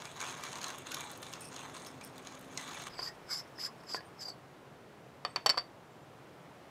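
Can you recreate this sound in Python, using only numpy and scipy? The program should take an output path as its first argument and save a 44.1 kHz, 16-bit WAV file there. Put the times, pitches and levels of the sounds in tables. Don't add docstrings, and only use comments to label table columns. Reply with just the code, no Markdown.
import sys
import numpy as np
from scipy import signal
from scipy.fft import rfft, irfft
from scipy.io import wavfile
from scipy.ndimage import uniform_filter1d

SR = 44100
rng = np.random.default_rng(int(sys.argv[2]) if len(sys.argv) > 2 else 0)


def rack_gain(trim_db):
    fader = np.asarray(trim_db, float)
    return 10 ** (fader / 20)


def generate_wav(sig):
    pcm = np.round(np.clip(np.atleast_2d(sig).T, -1, 1) * 32767).astype(np.int16)
    wavfile.write(sys.argv[1], SR, pcm)


N = 295462
CHANGE_S = 2.887

# frequency in Hz, density in dB per Hz.
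AIR_SPECTRUM = [(35, -25), (65, -16.5), (138, -1), (228, -7.5), (357, -5.5), (780, -10), (5000, -33),
                (16000, -45)]
# time in seconds, level in dB.
WIND = [
    (2.89, 2.5),
    (3.8, 1.5),
    (4.7, -1),
    (5.9, -1),
    (6.35, 0),
    (6.7, 0.5),
]
# time in seconds, level in dB.
MOTOR_HUM = [
    (0.0, -71.5),
    (.9, -63),
    (1.36, -72),
    (1.45, -64.5),
    (2.54, -60.5),
    (2.88, -71),
]

# start in seconds, held in seconds, load in dB, brittleness in dB.
BEANS = [(0, 0.013, -49, -6), (.05, 0.017, -50, 6.5), (.16, .03, -48.5, -1), (0.198, 0.11, -42.5, 0),
         (.33, 0.097, -48.5, 0.5), (.43, 0.035, -44, 2.5), (.52, 0.066, -46.5, 0), (.61, 0.097, -45, -2),
         (.74, .05, -52, 5), (.865, .03, -49, 7.5), (.915, 0.1, -44, 2.5), (1.07, 0.041, -49, 0.5),
         (1.22, 0.029, -50, 6), (1.325, 0.033, -52, -3), (1.52, 0.13, -49.5, -0.5), (1.74, 0.053, -52, 6),
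         (1.845, 0.022, -56, 3), (2.01, .03, -63, 4), (2.16, 0.026, -57.5, 2), (2.25, 0.098, -55.5, -1),
         (2.385, 0.046, -66, 11.5), (2.51, 0.029, -55.5, 3), (2.575, .3, -46.5, 2)]
# level in dB against the load, share of brittleness, decay in dB per second.
SHAKEN_PARTS = [
    (-5.5, -0.33, 125),
    (-9, 0.42, 122),
    (-10, -0.12, 123),
    (-17, 1.1, 112),
]
# frequency in Hz, width in Hz, level in dB.
SHELL = [(835, 380, -18), (1076, 450, 12.5), (1340, 440, -6), (1480, 490, -0.5)]
# frequency in Hz, width in Hz, level in dB.
BURRS = [(2370, 147, 2.5), (2440, 550, 0), (3480, 300, -2), (4000, 400, 1)]
# frequency in Hz, width in Hz, level in dB.
TEETH = [(6050, 620, -5), (6200, 250, 2.5), (6540, 580, 0.5), (7200, 1530, -13.5)]
# frequency in Hz, width in Hz, level in dB.
CHIPS = [(8370, 840, 11.5), (10060, 570, 6.5), (11830, 1100, -8), (13940, 1800, -19)]
# time in seconds, peak in dB, shell part in dB against the peak.
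CRACKS = [(0.054, -30.5, -13), (0.2034, -26, -17), (0.272, -38, -11), (0.437, -28, -17),
          (0.5296, -31.5, -14), (0.5555, -32, -12), (0.615, -29.5, -16), (0.6424, -23.5, -18),
          (0.6664, -32, -9), (0.703, -30, -13), (0.869, -32.5, -9), (0.9178, -24, -21),
          (0.9447, -23.5, -24), (1.0073, -29.5, -22), (1.229, -30, -28), (1.336, -27.5, -19),
          (1.409, -49, -16), (1.5239, -47, -10), (1.563, -31.5, -17), (1.5914, -34, -8.5),
          (1.697, -39.5, -4), (1.7488, -37, -3.5), (1.766, -34, -9), (1.8479, -35.5, -12),
          (2.0114, -39.5, -5.5), (2.2708, -32.5, -15), (2.5749, -21, -21), (2.6773, -37.5, -5),
          (2.82, -41, -2), (2.869, -30, -7.5)]
# time in seconds, peak in dB.
SPLINTERS = [(0.437, -39), (0.6315, -40), (0.6824, -37), (0.7847, -38), (0.9183, -37), (0.9438, -30.5),
             (1.0056, -39), (1.1149, -34), (1.175, -37.5), (1.22, -39), (1.328, -39), (1.4077, -36),
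             (1.8692, -40), (2.0408, -50), (2.048, -34), (2.18, -41), (2.3935, -44), (2.4114, -44),
             (2.4464, -51), (2.4872, -64), (2.5446, -47), (2.7432, -51), (2.819, -41)]
# time in seconds, peak in dB.
FRAGMENTS = [(0.02, -40), (0.1149, -41), (0.1642, -46), (0.2136, -30.5), (0.2208, -35), (0.245, -42),
             (0.2659, -40), (0.2835, -39), (0.2965, -39), (0.3125, -39), (0.3241, -43), (0.3513, -44),
             (0.3704, -45), (0.4092, -47), (0.4522, -46), (0.4657, -39), (0.4787, -50), (0.487, -46),
             (0.4973, -40), (0.5041, -45), (0.5193, -45), (0.5731, -40), (0.584, -38), (0.631, -39),
             (0.683, -38), (0.6935, -43), (0.7834, -39), (0.9266, -43), (0.9567, -42), (0.9679, -39),
             (0.9852, -41), (0.9994, -46), (1.0439, -43), (1.1027, -43), (1.2666, -41), (1.2945, -44),
             (1.3287, -41), (1.4233, -47), (1.4349, -46), (1.529, -43), (1.5439, -44), (1.6085, -41),
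             (1.82, -46), (1.863, -43), (1.876, -44), (2.1801, -42.5), (2.2494, -47), (2.3244, -45),
             (2.3512, -45), (2.5967, -43), (2.6121, -39), (2.6277, -43), (2.6634, -48), (2.692, -38),
             (2.7116, -46), (2.72, -47), (2.7316, -47), (2.7444, -42), (2.7774, -45), (2.8259, -47)]
# start in seconds, held in seconds, pitch in Hz, level
# in dB.
GROANS = [(.055, 0.018, 2400, -51), (.17, 0.028, 980, -55), (.203, 0.022, 1520, -48),
          (.21, 0.037, 2310, -46), (.27, .025, 1140, -53), (.32, .02, 1150, -50.5), (.44, 0.055, 2280, -56),
          (.525, .08, 950, -49), (.63, 0.077, 1100, -52.5), (.635, .015, 4120, -51), (.66, .025, 4050, -50),
          (.79, .055, 2280, -64), (.91, .05, 1460, -50), (.97, .04, 1080, -53), (1.04, .045, 900, -50.5),
          (1.24, .045, 3500, -61.5), (1.409, 0.014, 8800, -50), (1.42, 0.077, 2580, -60),
          (1.476, 0.011, 8800, -57), (1.6, .06, 4000, -61), (2.012, 0.013, 2400, -52.5),
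          (2.577, 0.015, 2020, -50), (2.68, 0.018, 1190, -52), (2.745, .015, 2370, -52),
          (2.94, .14, 7800, -64), (3.03, .03, 7300, -60), (3.285, 0.025, 1440, -51.5),
          (3.3, 0.11, 2090, -57), (3.585, .012, 1800, -54), (3.62, .06, 2080, -59),
          (4.045, .035, 8800, -68), (4.205, 0.03, 7300, -57), (4.275, 0.026, 7770, -59),
          (4.3, 0.021, 4540, -54)]
# start in seconds, held in seconds, upper ring in dB, lower ring in dB.
HANDLE_RUBS = [
    (1.409, 0.062, -55.5, -58.5),
    (1.864, 0.021, -65, -57),
    (2.043, 0.013, -55, -58),
]

# start in seconds, held in seconds, ring in dB,
# upper modes in dB against their rule, low scrape in dB.
PUSHES = [(2.9, 0.071, -58.5, -2, -53), (2.99, 0.016, -45, -7, -47), (3.025, 0.062, -41.5, -1, -48.5),
          (3.31, 0.041, -36, 1, -47.5), (3.365, 0.038, -41, 1, -53), (3.6, 0.036, -40, 0.5, -49.5),
          (3.638, 0.029, -38.5, -0.5, -46.5), (3.895, 0.031, -42, -2, -50), (3.935, 0.034, -40, -4, -54),
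          (4.213, 0.02, -40.5, -3.5, -54), (4.25, 0.018, -46, -7, -60), (4.283, 0.015, -43.5, -6, -57)]
# time in seconds, ring in dB.
SLIPS = [(2.9232, -52.5), (2.9309, -53), (2.9366, -47.5), (2.9463, -56), (2.9547, -51), (2.971, -50),
         (2.9837, -39), (2.9952, -32.5), (3.02, -38), (3.03, -31), (3.0419, -38), (3.0629, -35),
         (3.0766, -34), (3.1097, -58), (3.2927, -49), (3.3085, -36), (3.3177, -32), (3.327, -32),
         (3.3334, -29.5), (3.3434, -33), (3.3526, -38), (3.3596, -33), (3.3728, -37), (3.3858, -37),
         (3.3941, -38), (3.4016, -39), (3.4399, -58), (3.5606, -57), (3.5827, -46), (3.5982, -42),
         (3.6045, -37), (3.6137, -35), (3.6377, -32), (3.6503, -29), (3.6643, -36), (3.6732, -46),
         (3.6802, -50), (3.6871, -50), (3.8062, -56), (3.8377, -60), (3.8719, -51), (3.8999, -39),
         (3.9156, -40), (3.9244, -35), (3.9375, -31.5), (3.9485, -31), (3.9637, -38), (3.981, -49),
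         (3.9899, -50), (4.0062, -54), (4.1951, -45), (4.2003, -48), (4.2195, -38.5), (4.2283, -43),
         (4.2359, -41), (4.2564, -35.5), (4.2641, -41), (4.2701, -42), (4.2852, -35), (4.3006, -37.5)]
# time in seconds, frequency in Hz.
GRIP_PITCH = [
    [(2.89, 5300), (2.96, 4830), (3.0, 4800), (3.06, 4660), (3.11, 5000)],
    [(3.28, 5250), (3.33, 4980), (3.37, 5130), (3.42, 5350)],
    [(3.56, 5400), (3.61, 5000), (3.65, 5060), (3.69, 5000)],
    [(3.86, 5250), (3.91, 4900), (3.95, 4800), (4.01, 4680)],
    [(4.17, 5300), (4.2, 5100), (4.23, 4800), (4.29, 4660), (4.33, 4500)],
]
CUP_WALL_HZ = [4490, 4690, 4800, 4970, 5056, 5240, 5440, 5840]
# frequency in Hz, width in Hz, level in dB.
CUP_HIGH = [(7300, 95, 7.5), (7750, 95, 3), (9100, 910, -5), (11600, 580, -13), (12200, 400, -15),
            (5840, 630, -13)]
# frequency in Hz, width in Hz, level in dB.
CUP_LOW = [(1100, 200, 4), (1710, 300, 1), (2140, 170, 1), (3260, 900, -7.5)]
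# time in seconds, peak in dB, bright part in dB.
TICKS = [
    (2.992, -26.5, -40),
    (3.027, -36, -30),
    (3.288, -54, -31),
    (3.587, -39, -40),
    (3.805, -43, -54),
    (3.837, -41, -54),
    (3.946, -20.5, -33),
    (4.0067, -36, -55),
    (4.284, -41, -43),
]
# frequency in Hz, level in dB, decay time T60 in seconds.
CATCH_MODES = [(442, -7, 0.024), (590, -6, 0.022), (757, 0.5, 0.023), (1040, 5.0, 0.023),
               (1445, 2.0, 0.014), (1850, -0.5, 0.012), (2400, -11.0, 0.015)]
# time in seconds, peak in dB.
REGRIPS = [
    (3.1444, -61),
    (3.2266, -70),
    (3.2715, -66),
    (3.475, -63),
    (3.7794, -64),
    (3.8342, -63),
]
# middle in seconds, held in seconds, pitch in Hz, glide in Hz per second,
# level in dB.
SLIDES = [
    (3.088, 0.031, 1854, 800, -54.5),
    (3.33, 0.057, 2140, -2900, -57),
    (3.68, 0.0077, 1100, -2000, -53.5),
    (3.977, 0.013, 1737, -7000, -48.5),
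    (4.277, .035, 808, -5500, -57),
]

# time in seconds, wall in dB, cup ring in dB, thud in dB, rim in dB.
KNOCKS = [(5.2497, -15.5, -23.5, -28, -55), (5.3601, -16.5, -22, -26, -44.5),
          (5.3656, -24.5, -50, -36, -58), (5.4609, -8, -17.5, -20.5, -31), (5.4656, -15, -21, -34, -35),
          (5.493, -10, -9.5, -26, -39), (5.4984, -21, -8.5, -32, -36), (5.5039, -29, -34.5, -31.5, -40.5),
          (5.543, -44, -43, -39, -64), (5.5738, -20, -37, -29, -50), (5.578, -22, -28.5, -27.5, -50),
          (5.585, -36, -34.5, -38, -50), (5.6085, -46, -56, -61, -66)]
# frequency in Hz, width in Hz, level in dB.
WALLS = [(1580, 480, -2), (1920, 460, 4), (2175, 230, 4.5), (2470, 330, -1), (3026, 280, 2),
         (3620, 370, -2.5)]
# frequency in Hz, level in dB, decay time T60 in seconds.
CUP_RING = [(4535, -0.5, 0.07), (4700, -13, 0.022), (4840, -15.5, 0.019)]
# frequency in Hz, level in dB, decay time T60 in seconds.
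SEATED_RING = [(4600, -1, 0.092), (4700, -2, 0.035), (5200, -15, 0.027)]
# frequency in Hz, level in dB, decay time T60 in seconds.
RIM_LOW = [(5460, -7, 0.04), (5720, -11, 0.035)]
# frequency in Hz, level in dB, decay time T60 in seconds.
RIM_HIGH = [(7250, -9.5, 0.0483), (7680, -0.5, 0.03), (8800, -12, .012), (11900, -9.5, 0.012),
            (12600, -18, .012)]
# frequency in Hz, level in dB, decay time T60 in seconds.
THUD = [(240, -13, 0.036), (505, -23.5, .04), (583, -3, 0.054), (732, -8, 0.083), (950, 1.5, 0.027),
        (1068, 8.5, 0.03), (1175, 4.5, 0.03)]
# frequency in Hz, level in dB, decay time T60 in seconds.
DEEP_THUD = [(519, -13, 0.072), (643, -5, 0.049), (810, 0.5, 0.056)]
# start in seconds, held in seconds, depth in dB.
MUTES = [
    (5.272, 0.075, 9.5),
    (5.378, 0.084, 19),
    (5.478, .014, 7.5),
    (5.551, 0.024, 13),
]
# middle in seconds, held in seconds, pitch in Hz, glide in Hz per second, level in dB.
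BIRD_NOTES = [
    (5.285, .01, 8050, 30000, -69),
    (5.305, 0.014, 8300, -20000, -63),
    (5.335, .015, 8300, 8000, -72),
    (5.925, .02, 7350, 6000, -78),
    (6.025, .02, 7150, -1000, -79),
]


def in_time(rows, rest=None):
    s, *columns = np.transpose(rows)
    return [np.interp(np.arange(N) / SR, s, c, rest, rest) for c in columns]


def rms_one(x):
    return x / np.sqrt(np.mean(x ** 2) + 1e-20)


def butter(x, hz, kind, order=2):
    return signal.sosfilt(signal.butter(order, hz, kind, fs=SR, output="sos"), x)


def drift(hz):
    settle = 3000
    slow = butter(rng.standard_normal(N // 16 + settle + 2), 16 * hz, "low")[settle:]
    return np.interp(np.arange(N) / 16, np.arange(len(slow)), rms_one(slow))


def grains(per_s, spread_db, clump_db, clump_hz):
    size_db = spread_db * np.minimum(rng.exponential(1, N), 4)
    sizes = rack_gain(size_db + clump_db * drift(clump_hz).clip(-3, 1.6))
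    clicks = sizes * rng.choice([-1, 1], N) * (rng.random(N) < per_s / SR)
    return clicks / np.sqrt(uniform_filter1d(clicks ** 2, size=SR // 20) + 1e-6)


def resonate(x, peaks, wander_db=0, wander_hz=8):
    out, power = 0, 0
    for k, (hz, width, level_db) in enumerate(peaks):
        r = np.exp(-np.pi * width / SR)
        share = rack_gain(wander_db * drift(wander_hz)) if wander_db else 1
        poles = [1, -2 * r * np.cos(2 * np.pi * hz / SR), r * r]
        ring = signal.lfilter([1 - r, 0, r - 1], poles, x + 1e-18)
        out = out + (-1) ** k * rack_gain(level_db) * share * ring
        power = power + share ** 2 / len(peaks)
    return out / np.sqrt(power)


def impulses(times, level_db):
    clicks = np.full(N, 1e-18)
    clicks[np.round(times * SR).astype(int)] = rack_gain(level_db)
    return clicks


def bursts(times, level_db, decay_s):
    envelope = signal.lfilter([1], [1, -np.exp(-1 / (decay_s * SR))], impulses(times, level_db))
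    return envelope * rng.choice([-1, 1], N)


def strike(times, level_db, modes, luck_db=7.5):
    out, luck = 0, rng.standard_normal((len(times), len(modes))) * luck_db
    for k, (hz, mode_db, t60) in enumerate(modes):
        clicks = impulses(times, level_db + mode_db + luck[:, k])
        r, w = rack_gain(-60 / (t60 * SR)), 2 * np.pi * hz / SR
        out = out + signal.lfilter([0, np.sin(w)], [1, -2 * r * np.cos(w), r * r], clicks)
    return out


def swell(s, held, level_db, rise, fall):
    t = np.arange(0, N + 32, 32) / SR - np.reshape(s, (-1, 1))
    after = (t - np.reshape(held, (-1, 1))).clip(0)
    db = np.reshape(level_db, (-1, 1)) + rise * t.clip(None, 0) - fall * after
    return np.interp(np.arange(N) / 32, np.arange(t.shape[1]), db.max(axis=0).clip(-160))


def glide(notes, edge_db_per_s):
    s, held, hz, slope, level_db = np.transpose(notes)
    t = np.arange(N) / SR
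    near = np.searchsorted((s[1:] + s[:-1]) / 2, t)
    pitch = hz[near] + slope[near] * (t - s[near]).clip(-.04, .04)
    return pitch, rack_gain(swell(s - held / 2, held, level_db, edge_db_per_s, edge_db_per_s))


def porch(x):
    t60_s, wash_db = 0.19, -9.5
    t = np.arange(int(.25 * SR)) / SR
    echo = rng.standard_normal(len(t)) * rack_gain(-60 * t / t60_s) * (t > .003)
    echo = butter(echo / np.sqrt(np.sum(echo ** 2)), 7490, "low", order=1)
    return x + rack_gain(wash_db) * signal.fftconvolve(x, echo)[:N]


def air():
    after = (np.arange(N) >= CHANGE_S * SR).astype(int)
    gust_db = in_time(WIND, 0)[0]
    low_db = np.take((-53.5, -56), after) + 0.23 * gust_db
    high_db = np.take((-50, -52), after) + gust_db
    buffet = rms_one(butter(rng.standard_normal(N), [25, 60], "band"))
    puff = rack_gain(swell(2.89, .25, -72, 900, 40)) * buffet
    hz = np.fft.rfftfreq(N, 1 / SR) + 1
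    corner_hz, density_db = np.transpose(AIR_SPECTRUM)
    shape = rack_gain(np.interp(np.log(hz), np.log(corner_hz), density_db))
    hiss = irfft(rfft(rng.standard_normal(N)) * shape, N)
    low, high = butter(hiss, 1800, "low", order=1), butter(hiss, 1340, "high", order=1)
    return (rack_gain(low_db) * low + rack_gain(high_db) * high) / np.std(hiss) + puff


def hum():
    hz = 260.7 + 1.28 * drift(3.3)
    return rack_gain(in_time(MOTOR_HUM, -140)[0] + 3.0) * np.sin(2 * np.pi * np.cumsum(hz) / SR)


def grinding():
    bite_db_per_s, idle_db = 900, -65.5
    s, held, load_db, brittle_db = np.transpose(BEANS)
    gains = []
    for db, share, fall in SHAKEN_PARTS:
        load = rack_gain(swell(s, held, load_db + share * brittle_db, bite_db_per_s, fall))
        gains.append(rack_gain(db) * (rack_gain(idle_db) + load))
    shell, burr, teeth, fizz = gains
    crush = grains(2600, spread_db=3.0, clump_db=2.5, clump_hz=61.0)
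    chips = grains(3000, spread_db=5.5, clump_db=4.5, clump_hz=70.4)
    both = crush + 0.28 * chips
    shell_ring = resonate(crush, SHELL, wander_db=1.5)
    burr_ring = resonate(both, BURRS, wander_db=2.5, wander_hz=12.5)
    teeth_ring = resonate(both, TEETH, wander_db=1.5)
    chip_ring = resonate(chips + 0.7 * crush, CHIPS, wander_db=-4.0)
    out = shell * rms_one(shell_ring + 0.22 * butter(crush, [500, 2200], "band"))
    out += burr * rms_one(burr_ring + 0.46 * butter(both, [1800, 5000], "band"))
    out += teeth * rms_one(teeth_ring + 0.11 * butter(both, [4400, 8000], "band"))
    out += fizz * rms_one(butter(chip_ring, 7000, "high"))
    sparse = np.abs(grains(90, spread_db=1.0, clump_db=2.0, clump_hz=19))
    crackle = signal.lfilter([1], [1, -.97], sparse) * rng.choice([-1, 1], N)
    crackle = butter(crackle, [1200, 8000], "band") + 1.9 * resonate(crackle, BURRS + TEETH)
    return out + rack_gain(-9.5) * burr * rms_one(crackle)


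def cracking():
    s, peak_db, low_db = np.transpose(CRACKS)
    snap = bursts(s, peak_db - 3.0, decay_s=0.0023) + bursts(s, peak_db - 4.5, decay_s=0.00034)
    out = 0.54 * butter(snap, [2800, 9500], "band") + 1.53 * resonate(snap, BURRS + TEETH)
    out += resonate(bursts(s, peak_db + low_db, decay_s=0.0049), SHELL + BURRS[:1])
    s, peak_db = np.transpose(SPLINTERS)
    return out + butter(bursts(s, peak_db - 3.0, decay_s=0.002), [7500, 14500], "band")


def fragments():
    s, peak_db = np.transpose(FRAGMENTS)
    snap = bursts(s, peak_db + 3.0, decay_s=.0015) + bursts(s, peak_db + 4.5, decay_s=0.00031)
    return 0.58 * butter(snap, [1500, 9000], "band") + 1.45 * resonate(snap, BURRS + TEETH)


def groans():
    width_hz, sag_db_per_s, fall_db_per_s = 210, 90, 700
    out, t = np.zeros(N), np.arange(SR // 5) / SR
    rubs = rng.standard_normal((len(GROANS), len(t))) ** 3
    r = np.exp(-np.pi * width_hz / SR)
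    for (s, held, hz, level_db), rub in zip(GROANS, rubs):
        mode = [1, 0, -1, 1, -2 * r * np.cos(2 * np.pi * hz / SR), r * r]
        gain = rack_gain(level_db - sag_db_per_s * t - fall_db_per_s * (t - held).clip(0))
        start = int(s * SR)
        out[start:start + len(t)] += gain * rms_one(signal.sosfilt([mode, mode], rub))
    return out


def squeak():
    rub = grains(2500, spread_db=4.0, clump_db=7.5, clump_hz=50)
    s, held, upper_db, lower_db = np.transpose(HANDLE_RUBS)
    out = 0
    for db, hz, width_hz in [(upper_db, 8700, 650), (lower_db, 5430, 340)]:
        gain = rack_gain(swell(s, held, db, 1500, 400))
        out = out + gain * rms_one(resonate(rub, [(hz, width_hz, 0)]))
    return out


def thread():
    rise, fall = 798, 900
    s, held, push_db, upper_db, rub_db = np.transpose(PUSHES)
    ring_db = swell(s, held, push_db, rise, fall)
    low_db = swell(s, held, rub_db, rise, fall)
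    high_db = swell(s, held, -55.5 + 1.3 * (push_db + 42) + upper_db, rise, fall)

    grip_hz, = in_time(np.concatenate(GRIP_PITCH))
    scrape = grains(8000, spread_db=2.5, clump_db=0.3, clump_hz=110)
    ring, total = 0, 1e-9
    for k, mode_hz in enumerate(CUP_WALL_HZ):
        share = rack_gain(-5.0 * np.abs(mode_hz - grip_hz) / 150 + 3.9 * drift(43))
        ring = ring + share * (-1) ** k * rms_one(resonate(scrape, [(mode_hz, 55, 0)]))
        total = total + share ** 2
    ring = ring / np.sqrt(total)
    ring = ring / np.sqrt(uniform_filter1d(ring ** 2, size=SR // 250) + .05)

    rim_air = rack_gain(-24.5) * rms_one(butter(scrape, [11330, 12600], "band"))
    broad = .26 * rms_one(butter(scrape, [4000, 6600], "band")) + rim_air
    high = resonate(scrape, CUP_HIGH, wander_db=3.5, wander_hz=9.0)
    high = rms_one(butter(high, [5500, 14500], "band"))
    rub = grains(3000, spread_db=1.0, clump_db=2.0, clump_hz=40.2)
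    low = rms_one(resonate(rub, CUP_LOW, wander_db=6.0, wander_hz=18))

    slip_s, slip_db = np.transpose(SLIPS)
    slips = rack_gain(swell(slip_s, .0015, slip_db - 3.0, 2500, 1800))
    creep = rack_gain(swell(s, held, push_db - 31, 200, 200))
    gain = np.maximum(rack_gain(ring_db - 4.5), slips) + creep
    ring = butter(gain * rms_one(ring), [4300, 6100], "band")
    out = ring + rack_gain(ring_db) * broad + rack_gain(high_db) * high + rack_gain(low_db - 3.5) * low
    return (np.arange(N) >= CHANGE_S * SR) * out


def ticks():
    s, peak_db, high_db = np.transpose(TICKS)
    out = butter(strike(s, peak_db - 12.0, CATCH_MODES, luck_db=2.0), 360, "high")
    out = out + butter(bursts(s, high_db - 21, decay_s=.0012), [3000, 9000], "band")
    s, peak_db = np.transpose(REGRIPS)
    return out + resonate(bursts(s, peak_db + 9.0, decay_s=0.012), [(8860, 315, 0.26), (5400, 250, 1.7)])


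def slide():
    hz, gain = glide(SLIDES, 800)
    rub = butter(rng.standard_normal(N) + 1j * rng.standard_normal(N), 58, "low")
    carrier = np.exp(2j * np.pi * np.cumsum(hz) / SR)
    return gain * rms_one((rub * carrier).real)


def knocks():
    s, wall_db, ring_db, thud_db, rim_db = np.transpose(KNOCKS)
    low_db, high_db = rim_db + 6, rim_db - 5.0
    crack = butter(bursts(s, high_db + 9, decay_s=0.0013), [5000, 12000], "band", order=3)
    crack += butter(bursts(s, wall_db - 9.5, decay_s=0.0011), [120, 5500], "band", order=3)
    rattle = bursts(s, wall_db - 6, decay_s=0.0025) + bursts(s, wall_db - 17.5, decay_s=0.013)
    walls = resonate(rattle, WALLS)
    rings = strike(s, ring_db - 5.0, CUP_RING, luck_db=4.0)
    rings = rings + strike(s[-4:], ring_db[-4:], SEATED_RING, luck_db=1.5)
    rings = butter(rings, [3800, 5500], "band")
    rim = strike(s, low_db + 4.5, RIM_LOW, luck_db=4.5) + strike(s, high_db + 4.5, RIM_HIGH, luck_db=-1.5)
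    rings += butter(rim, [4500, 13000], "band")
    thud = strike(s, thud_db - 11.5, THUD, luck_db=3.5) + bursts(s, thud_db + 2.5, decay_s=0.0063)
    thud += strike(s[3:], thud_db[3:] - 15.0, DEEP_THUD, luck_db=6.5)
    mute_db = swell(*np.transpose(MUTES), 1298, 1e5).clip(0)
    rings *= rack_gain(1.0 - mute_db)
    return porch(crack + walls + butter(thud, [520, 1800], "band") + 0.47 * rings) + 0.51 * rings


def bird():
    hz, gain = glide(BIRD_NOTES, 1100)
    flutter = rack_gain(3.5 * drift(200))
    return gain * flutter * np.sin(2 * np.pi * np.cumsum(hz * (1 + .006 * drift(150))) / SR)


def scene():
    first = porch(grinding() + cracking() + squeak()) * (np.arange(N) < CHANGE_S * SR)
    twist = thread()
    second = 0.61 * twist + porch(0.31 * twist + slide() + ticks()) + knocks()
    background = air() + bird() + hum()
    return (first + second + background + porch(fragments() + groans()))[None]


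def top_cut(x):
    return signal.sosfilt(signal.butter(12, 16580, fs=SR, output="sos"), x)


def record(dry):
    mix = signal.sosfilt(signal.cheby2(16, 50, 16050, fs=SR, output="sos"), dry)
    return top_cut(mix)


dry = scene()
out = record(dry)
generate_wav(out)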